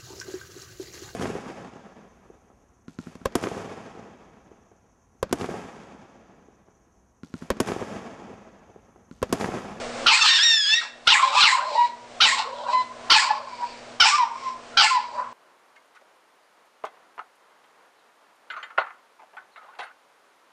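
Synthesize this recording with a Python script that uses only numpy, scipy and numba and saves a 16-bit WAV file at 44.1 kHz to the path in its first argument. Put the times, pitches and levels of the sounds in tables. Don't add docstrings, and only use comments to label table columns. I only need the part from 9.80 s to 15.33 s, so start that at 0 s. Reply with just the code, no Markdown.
import sys
import numpy as np
from scipy import signal
from scipy.fft import rfft, irfft, next_fast_len
from scipy.io import wavfile
from scipy.ndimage import uniform_filter1d, map_coordinates
from numba import njit

SR = 44100
rng = np.random.default_rng(int(sys.argv[2]) if len(sys.argv) > 2 else 0)


def rack_gain(trim_db):
    fader = np.asarray(trim_db, float)
    return 10 ** (fader / 20)


def materialize(psi):
    bounded = np.clip(np.atleast_2d(psi).T, -1, 1)
    quanta = np.round(bounded * 32767).astype(np.int16)
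    wavfile.write(sys.argv[1], SR, quanta)


N = 243873

# pitch_hz, level_db
HUM_LINES = [(117.8, -35), (120, -13.5), (240, -3), (480, -6)]
# freq_hz, density_db_per_hz
HISS_COLOUR = [(8.8, -38.5), (15, 0.5), (60, -18.5), (115, -11.5), (168, -17), (232, -9.5), (289, -8),
               (422, -4), (669, 3.5), (926, -8), (1000, -5.5), (5400, -17.5), (9810, -24), (12800, -68.5),
               (21600, -120)]
# start_s, push_s, depth_db
DUCKS = [(0.261, 0.14, 22), (.3, 0.41, 24), (1.2, .22, 16), (1.499, 0.2, 17.5), (2.3, 0.34, 10.5),
         (3.25, 0.12, 13.5), (4.1, 0.18, 14.5), (4.93, .17, 15)]
REST_DB, RECOVER_S, FRESH_DB = -48, 0.72, 6

# start_s, peak_db, jaw_shut_sag_db, upper_resonance_hz, throat_db
BARKS = [
    (.262, -12, 8, 4083, -17.5),
    (1.269, -13, 16, 3480, -19.5),
    (1.61, -14, 10.5, 3990, -20.5),
    (2.403, -12.5, 11, 3870, -22.5),
    (3.298, -12.5, 8.5, 4360, -19.5),
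    (4.199, -12.5, 8, 5240, -17.5),
    (4.969, -13.5, 10, 4520, -17.5),
]
ATTACK_S, HOLD_S, SHUT_S, HOLD_DROP_DB, TAIL_DB_PER_S = 0.0044, 0.052, 0.1007, 2.5, 139.5
# since_start_s, opening_0_to_1
JAW = [(0, 0.93), (.05, .7), (.097, 0), (.2, .3), (.3, 0)]
# peak_s, level_db, rise_20db_s, fall_20db_s, jaw_opening_0_to_1
HUFFS = [(.4, -23.5, 0.03, .15, .4), (.46, -16.5, 0.0862, 0.1233, 0.71), (.55, -22, -0.12, 0.2775, 0.62),
         (.9, -31, .15, 0.1, 0.7), (1.02, -34, -0.5, 0.08, .15), (1.44, -29, 0.18, 0.22, 0.2),
         (1.612, -15, 0.1, 0.0321, 0.42), (1.968, -36.5, 0.31, 0.037, .1), (2.05, -39.5, 0.67, 0.08, 0.2),
         (2.585, -26, .025, .065, .4), (2.67, -50, 0.5, -0.35, 0.1), (2.82, -47, 0.3, 0.24, 1),
         (2.932, -35, 0.103, -0.05, 0.4), (3.02, -44.5, -0.2, -0.05, .05), (3.863, -46, 0.5, -0.34, 0.2),
         (4.679, -42, 0.3, 0.1, 0.05), (5.414, -48, 0.3, .025, 0.2)]
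MOUTH_HZ, UPPER_SHUT = (2070, 3250), 1.045
NOSE_S, NOSE_DB, NOSE_RISE_S, NOSE_FALL_S, HUFF_NOSE_DB = 0.08, -15.5, 0.056, .11, -15
# freq_hz, density_db_per_hz
RASP_COLOUR = [(290, -63), (500, -33), (760, -19), (874, 1.5), (1140, -7), (1340, 0), (1910, 1.5),
               (4510, 0), (6500, 0), (8450, -32.5), (14300, -120)]
# since_start_s, rel_level_db, pitch_hz
THROAT = [(0, -1.5, 1380), (.032, 0, 1400), (0.061, -8.5, 984), (.1, -12, 1060), (.2, -39.5, 1040)]
# peak_s, level_db, rise_20db_s, fall_20db_s, pitch_hz
CROAKS = [(.39, -27, 0.0272, -0.07, 1431), (.462, -20, 0.08, 0, 1282), (.53, -33, .08, .06, 1104),
          (.59, -36, -0.1, 0.08, 1592), (1.014, -37.5, 0, 0.13, 1620), (1.39, -21.5, 0.1267, 0.26, 1119),
          (1.52, -27.5, 0.1, 0.02, 998), (1.61, -19.5, 0.13, 0.12, 1171), (1.735, -21, 0.0751, 0.22, 990),
          (1.96, -30.5, 0.04, -0.0386, 1019), (2.54, -28.5, 0.1451, 0.3, 1050), (2.8, -42, .2, -0.12, 943),
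          (2.9, -29, .1, .03, 1000), (3.425, -23, -0.03, 0.2051, 1076), (3.56, -36.5, -0.54, 0.2545, 1005),
          (3.84, -35, .06, .025, 996), (4.47, -37.5, -0.33, 0.42, 1004), (5.09, -29, 0.17, 0.05, 1376),
          (5.182, -34, -0.02, -0.13, 1002), (5.255, -41, 0.2, -0.1, 1008), (5.4, -30, .08, -0.16, 1003)]
# peak_s, level_db
PHARYNX = [(.44, -33), (1.554, -21), (1.968, -19), (2.6, -25), (2.83, -38), (2.9, -31), (3.52, -29),
           (3.83, -36), (4.46, -32), (5.182, -25), (5.34, -38), (5.4, -35)]
PHARYNX_S, PHARYNX_DB, PHARYNX_RISE_S, PHARYNX_FALL_S, PHARYNX_LEAK_DB = 0.061, -1, 0.053, 0.042, -17.5
SWELL_CURVE = 1.27
# lowest_s, descent_s, level_db, from_hz, to_hz
SWOOPS = [(.33, .062, -21, 3300, 2250), (1.035, .035, -39, 2187, 906), (1.355, .055, -18, 3625, 1876),
          (1.69, 0.0854, -18.5, 4256, 1830), (2.49, .075, -25, 4160, 1695),
          (3.385, .055, -27.5, 3520, 1816), (4.3, 0.056, -38, 3330, 2278), (5.06, .06, -25, 3680, 2170)]
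SWOOP_START_DB, REBOUND_S, REBOUND_DB, REBOUND = -3, 0.049, -11.5, 1.17

# freq_hz, t60_s
BEDROOM_T60 = [(300, 0.18), (1000, 0.52), (4000, 0.441), (10000, 0.36)]

# time_s, pitch_hz, effort_db, favoured_partial
SCREAM = [
    [(.405, 1761, -26, 3), (.427, 1781, -21, 2.6), (.445, 1754, -28.5, 1.2)],
    [(.49, 1849, -19.5, 1.8), (.576, 1788, -22, 2.26), (.594, 1610, -23, 1.8), (.64, 1874, -18, 2.5),
     (.714, 1827, -19, 2.2), (.854, 1641, -24.5, 2.57), (.938, 1786, -19.5, 1.92),
     (.966, 1886, -26.5, 2.26), (1.0, 1874, -21.5, .6)],
]
FAVOUR_DB, HIGH_LOSS_DB = 4.5, 2
# peak_s, level_db, rise_s, fall_s
DOUBLINGS = [(.425, -19, 0.035, 0.03), (.49, -25, 0.016, 0.098), (.714, -26, 0.039, .08),
             (.938, -20, 0.039, 0.016)]
# multiple, level_db
HALVES = [(.5, -20.5), (1.5, 0), (2.5, -5), (3.5, -9.5), (4.5, -26.5)]

# start_s, length_s, peak_db, from_hz, to_hz
SQUEAKS = [(1.426, 0.0315, -12, 1070, 1030), (1.725, .075, -23.5, 1075, 1041),
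           (3.665, .055, -37.5, 1090, 980), (3.722, .05, -36.5, 985.6, 975.3),
           (4.378, 0.0787, -16.5, 1050, 895), (4.54, .08, -40.5, 1024, 1070),
           (5.245, 0.0693, -35.5, 990, 954)]
CLIMBS = [(1.545, 0.046, -16, 940, 1040), (2.72, .125, -36, 960, 985), (2.85, .068, -24, 985, 960),
          (3.775, .085, -27, 975, 953), (4.31, .055, -15, 1150, 1197), (4.622, 0.087, -25, 1075, 1011),
          (5.335, .092, -27, 965, 1000)]
HELD = [(1.966, 0.1, -17.5, 962, 968), (2.931, 0.0925, -16.5, 1018, 1010), (5.108, .082, -18, 1064, 950)]
# length_share, rel_peak_db
SQUEAK_SHAPE = [(0, -15), (.18, 0), (.8, -5.5), (1, -15)]
CLIMB_SHAPE = [(0, -16.5), (0.701, 1), (1, -12.5)]
HELD_SHAPE = [(0, -2), (.1, -1.5), (.88, -2.5), (1, -9.5)]
SQUEAK_OCTAVE_DB, CLIMB_OCTAVE_DB, HELD_OCTAVE_DB = -21.5, -27, -18.5
# multiple, rel_octave_db
WHINE_TOP = [(3, -8.5), (4, -5.5), (5, -16), (7, -26)]

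# start_s, length_s, peak_db, from_hz, to_hz
MOANS = [(1.44, 0.0897, -41, 561, 559.2), (1.526, 0.036, -34.5, 570, 632), (1.78, 0.085, -38.5, 554, 613),
         (1.862, 0.1117, -33, 569, 606.2), (2.65, .12, -40.5, 468, 579), (2.772, 0.193, -38, 580, 621),
         (3.45, 0.22, -44, 610, 590.9), (5.33, 0.096, -40.5, 597, 600)]
# length_share, rel_peak_db
MOAN_SHAPE = [(0, -3.5), (.75, 0), (1, -2)]

# start_s, length_s, peak_db, pitch_hz, overtones_rel_db
YIPS = [(2.575, 0.0492, -24, 895, -24), (3.351, 0.0362, -18, 866, -10.5), (3.496, 0.036, -20.5, 858, -19),
        (4.226, 0.069, -20.5, 880, -14), (5.021, .06, -21.5, 870, -10)]
# length_share, rel_peak_db
YIP_SHAPE = [(0, -13.5), (.45, 0), (1, -16.5)]
YIP_THIRD_DB = -4


def unit(x):
    return x / np.sqrt(np.mean(x ** 2) + 1e-20)


def along(points, hz):
    f, v = np.transpose(points)
    return np.interp(np.log(hz + 1), np.log(f + 1), v)


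def curves(tables, fade=0.0014):
    t = np.arange(N) / SR
    gates = [np.clip(np.minimum(t - r[0][0], r[-1][0] - t) / fade + .5, 0, 1) for r in tables]
    s, *cols = np.transpose(sorted(row for r in tables for row in r))
    return [np.max(gates, axis=0)] + [np.interp(t, s, c) for c in cols]


def swells(rows):
    s, db, rise, fall, *more = np.transpose(rows)[..., None]
    late = np.arange(0, N, 16) / SR - s
    spans = np.abs(late / np.where(late < 0, rise, fall))
    level = db - 20 * spans ** SWELL_CURVE - 200 * np.maximum(spans - 1, 0)
    top = level.argmax(axis=0)
    columns = [level.max(axis=0)] + [c[top, 0] for c in more]
    return [np.repeat(v, 16)[:N] for v in columns]


def notes(rows, shape):
    return [[(s + u * span, a + u * (b - a), db + rel) for u, rel in shape] for s, span, db, a, b in rows]


def wobble(rate):
    return map_coordinates(rng.standard_normal(int(N * rate / SR) + 4), [np.arange(N) * rate / SR])


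def filtered(x, response):
    m = next_fast_len(N + SR // 2)
    return irfft(rfft(x, m) * response(np.fft.rfftfreq(m, 1 / SR)), m)[..., :N]


def phase(hz, jitter):
    return 2 * np.pi * np.cumsum(hz * (1 + jitter * wobble(250))) / SR


def partial(db, angle, shimmer_db):
    return np.sqrt(2) * rack_gain(db + shimmer_db * wobble(120)) * np.sin(angle)


def gain_control():
    t = np.arange(N) / SR
    depth = []
    for s, push, db in DUCKS:
        recovery = np.exp(-np.maximum(t - s - push, 0) / RECOVER_S)
        depth.append(db * np.clip((t - s) / push, 0, 1) * recovery)
    first, push, _ = DUCKS[0]
    return REST_DB - np.max(depth, axis=0) + FRESH_DB * np.clip(1 - (t - first) / push, 0, 1)


def background():
    t = np.arange(N) / SR
    hum = sum(partial(db, 2 * np.pi * hz * t, 0.66) for hz, db in HUM_LINES)
    hiss = unit(filtered(rng.standard_normal(N), lambda hz: rack_gain(along(HISS_COLOUR, hz))))
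    return rack_gain(gain_control()) * (hum + rack_gain(7.5 + wobble(9)) * hiss)


def rough_folds(rate_hz, jitter, drift, scatter_db, air):
    turns = np.cumsum(rate_hz * np.exp(jitter * wobble(350) + drift * wobble(28))) / SR
    snaps = np.diff(np.floor(turns), prepend=0) * rack_gain(scatter_db * rng.standard_normal(N))
    puffs = np.sin(np.pi * turns) ** 4 * rng.standard_normal(N)
    return -np.sqrt(1 - air) * unit(snaps) + np.sqrt(air) * unit(puffs)


@njit
def two_pole(x, pull, drag):
    y = np.zeros(len(x))
    for i in range(2, len(x)):
        y[i] = x[i] - x[i - 2] + pull[i] * y[i - 1] - drag * y[i - 2]
    return y


def resonance(x, hz, width_hz, count=2):
    r = np.exp(-np.pi * width_hz / SR)
    pull = 2 * r * np.cos(2 * np.pi * hz / SR)
    for _ in range(count):
        x = two_pole(x, pull, r * r)
    return unit(x)


def clumped_ring(folds, hz, width_hz, count=2):
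    clumps = rack_gain(2 * wobble(45))
    return clumps * resonance(folds, hz * (1 + .03 * wobble(40)), width_hz, count)


def levelled(x, span=0.033):
    return x / np.sqrt(np.abs(uniform_filter1d(x ** 2, int(span * SR))) + .02)


def hops(hz, slide=0.013):
    rungs = 1040 + 165 * np.round((hz - 1040) / 165)
    return uniform_filter1d(.7 * rungs + .3 * hz, int(slide * SR))


def since_bark():
    t, rows = np.arange(N) / SR, np.array(BARKS)
    row = rows[np.maximum(np.searchsorted(rows[:, 0], t) - 1, 0)].T
    return t - row[0], row


def mouth():
    u, (_, peak_db, sag_db, upper_hz, _) = since_bark()
    shut = np.clip((u - HOLD_S) / (SHUT_S - HOLD_S), 0, 1)
    bark_db = peak_db - np.interp(u, [-ATTACK_S, 0, ATTACK_S, HOLD_S], [200, 30, 0, HOLD_DROP_DB])
    bark_db = bark_db - shut * (sag_db - HOLD_DROP_DB) - TAIL_DB_PER_S * np.maximum(u - SHUT_S, 0)
    huff_db, huff_jaw = swells(HUFFS)
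    jaw = np.where(bark_db > huff_db, np.interp(u, *np.transpose(JAW)), huff_jaw)
    opening = np.clip(uniform_filter1d(jaw, size=400), 0, 1.2)
    shut_hz, open_hz = MOUTH_HZ
    mouth_hz = shut_hz + (open_hz - shut_hz) * opening
    upper_shut_hz = UPPER_SHUT * upper_hz
    upper_hz = upper_shut_hz + (upper_hz - upper_shut_hz) * opening
    nose_db, = swells([(s + NOSE_S, db + NOSE_DB, NOSE_RISE_S, NOSE_FALL_S) for s, db, *_ in BARKS])
    return np.maximum(bark_db, huff_db), mouth_hz, upper_hz, np.maximum(nose_db, huff_db + HUFF_NOSE_DB)


def throat_shape():
    u, row = since_bark()
    into, rel_db, hz = np.transpose(THROAT)
    bark_db = np.where((u > 0) & (u < into[-1]), row[-1] + np.interp(u, into, rel_db), -120)
    croak_db, croak_hz = swells(CROAKS)
    db = np.maximum(bark_db, croak_db)
    throat_hz = np.where(bark_db > croak_db, np.interp(u, into, hz), croak_hz)
    opens = PHARYNX + [(s + PHARYNX_S, throat_db + PHARYNX_DB) for s, *_, throat_db in BARKS]
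    low_db, = swells([(s, open_db, PHARYNX_RISE_S, PHARYNX_FALL_S) for s, open_db in opens])
    return db, throat_hz, np.maximum(low_db, db + PHARYNX_LEAK_DB)


def jaw_swoops(folds):
    tables = []
    for s, span, db, a, b in SWOOPS:
        tables.append([(s - span, db + SWOOP_START_DB, a), (s, db, b),
                       (s + REBOUND_S, db + REBOUND_DB, REBOUND * b)])
    closing, db, hz = curves(tables, fade=0.006)
    return closing * rack_gain(db) * levelled(clumped_ring(folds, hz, 420))


def rasp():
    folds = rough_folds(rate_hz=760, jitter=.07, drift=.17, scatter_db=3, air=.1)
    db, mouth_hz, upper_hz, nose_db = mouth()
    broad = unit(filtered(folds, lambda hz: rack_gain(along(RASP_COLOUR, hz)) * (hz > 950)))
    lower_ring = clumped_ring(folds, mouth_hz, 300, count=1)
    upper_ring = clumped_ring(folds, upper_hz, 500, count=1)
    body = rack_gain(-5) * lower_ring + rack_gain(-5) * upper_ring + broad
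    body = filtered(body, lambda hz: 1 / (1 + (hz / 6000) ** 12))
    turbulent = folds + .8 * rng.standard_normal(N)
    nose = resonance(turbulent, np.full(N, 7300.), 2000)
    throat_db, throat_hz, pharynx_db = throat_shape()
    throat = rack_gain(-0.5) * levelled(resonance(folds, hops(throat_hz), 133))
    throat = throat + rack_gain(-8.5) * clumped_ring(folds, 1104, 700)
    pharynx = levelled(resonance(folds, np.full(N, 875.), 89))
    low = rack_gain(throat_db) * throat + rack_gain(pharynx_db) * pharynx
    voice = rack_gain(db) * unit(body) + rack_gain(nose_db) * nose + low + jaw_swoops(folds)
    return filtered(voice, lambda hz: 1 / (1 + (760 / (hz + 1)) ** 8))


def bedroom(x):
    hz, t, z = signal.stft(rng.standard_normal(SR // 2), SR, nperseg=256)
    decay = rack_gain(-60 * t / along(BEDROOM_T60, hz)[:, None])
    tail = signal.istft(z * decay, SR, nperseg=256)[1]
    return signal.fftconvolve(np.pad(x, (300, 0)), tail / np.linalg.norm(tail))[:N]


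def scream():
    gate, hz, db, favoured = curves(SCREAM, fade=0.024)
    partials_db = [db - FAVOUR_DB * (k - favoured) ** 2 - HIGH_LOSS_DB * max(k - 2, 0) for k in range(1, 5)]
    half_db, = swells(DOUBLINGS)
    settling = np.interp(np.arange(N) / SR, [.45, .5, .63], [.008, .035, .009])
    angle = phase(hz, jitter=settling)
    whole = sum(partial(level_db, k * angle, 1.6) for k, level_db in enumerate(partials_db, 1))
    fifth = partial(partials_db[-1] - 13, 5 * angle, 1.6)
    halves = sum(partial(half_db + rel_db, k * angle, 3) for k, rel_db in HALVES)
    return gate * (whole + fifth + halves)


def whines():
    kinds = [(SQUEAKS, SQUEAK_SHAPE, SQUEAK_OCTAVE_DB), (CLIMBS, CLIMB_SHAPE, CLIMB_OCTAVE_DB),
             (HELD, HELD_SHAPE, HELD_OCTAVE_DB)]
    tables = []
    for rows, shape, rel_db in kinds:
        for note in notes(rows, shape):
            tables.append([(s, hz, db, db + rel_db) for s, hz, db in note])
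    gate, hz, db, octave_db = curves(tables, fade=.007)
    angle = phase(hz, jitter=.005)
    top = sum(partial(octave_db + rel_db, k * angle, 1.5) for k, rel_db in WHINE_TOP)
    return gate * (partial(db, angle, 1.4) + partial(octave_db, 2 * angle, 1.2) + top)


def moans():
    gate, hz, db = curves(notes(MOANS, MOAN_SHAPE), fade=0.026)
    return gate * partial(db, phase(hz, jitter=0.056), 2.0)


def yips():
    tables = []
    for s, span, db, hz, over in YIPS:
        tables.append([(s + u * span, hz, db + rel, db + over) for u, rel in YIP_SHAPE])
    gate, hz, db, over_db = curves(tables, fade=.01)
    angle = phase(hz, jitter=0.011)
    partials_db = [db, over_db, over_db + YIP_THIRD_DB]
    return gate * sum(partial(level_db, k * angle, 3.8) for k, level_db in enumerate(partials_db, 1))


def scene():
    dog = rasp() + scream() + whines() + moans() + yips()
    return (background() + rack_gain(-1.13) * dog + rack_gain(-13.0) * bedroom(dog))[None]


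def band_limit(x):
    return signal.sosfilt(signal.butter(12, 16450, fs=SR, output="sos"), x)


def record(dry):
    top = np.where(dry > 0, .4, .6)
    squashed = dry / (1 + np.abs(dry / top) ** 5) ** (1 / 5)

    def microphone(hz):
        colour = rack_gain(along([(8000, 1.5), (9900, -7.5)], hz))
        bass_cut = hz / np.hypot(hz, 12)
        return (hz < 9960) * colour * bass_cut

    railed = np.maximum(filtered(squashed, microphone), -.72)
    return band_limit(railed)


dry = scene()
out = record(dry)
materialize(out)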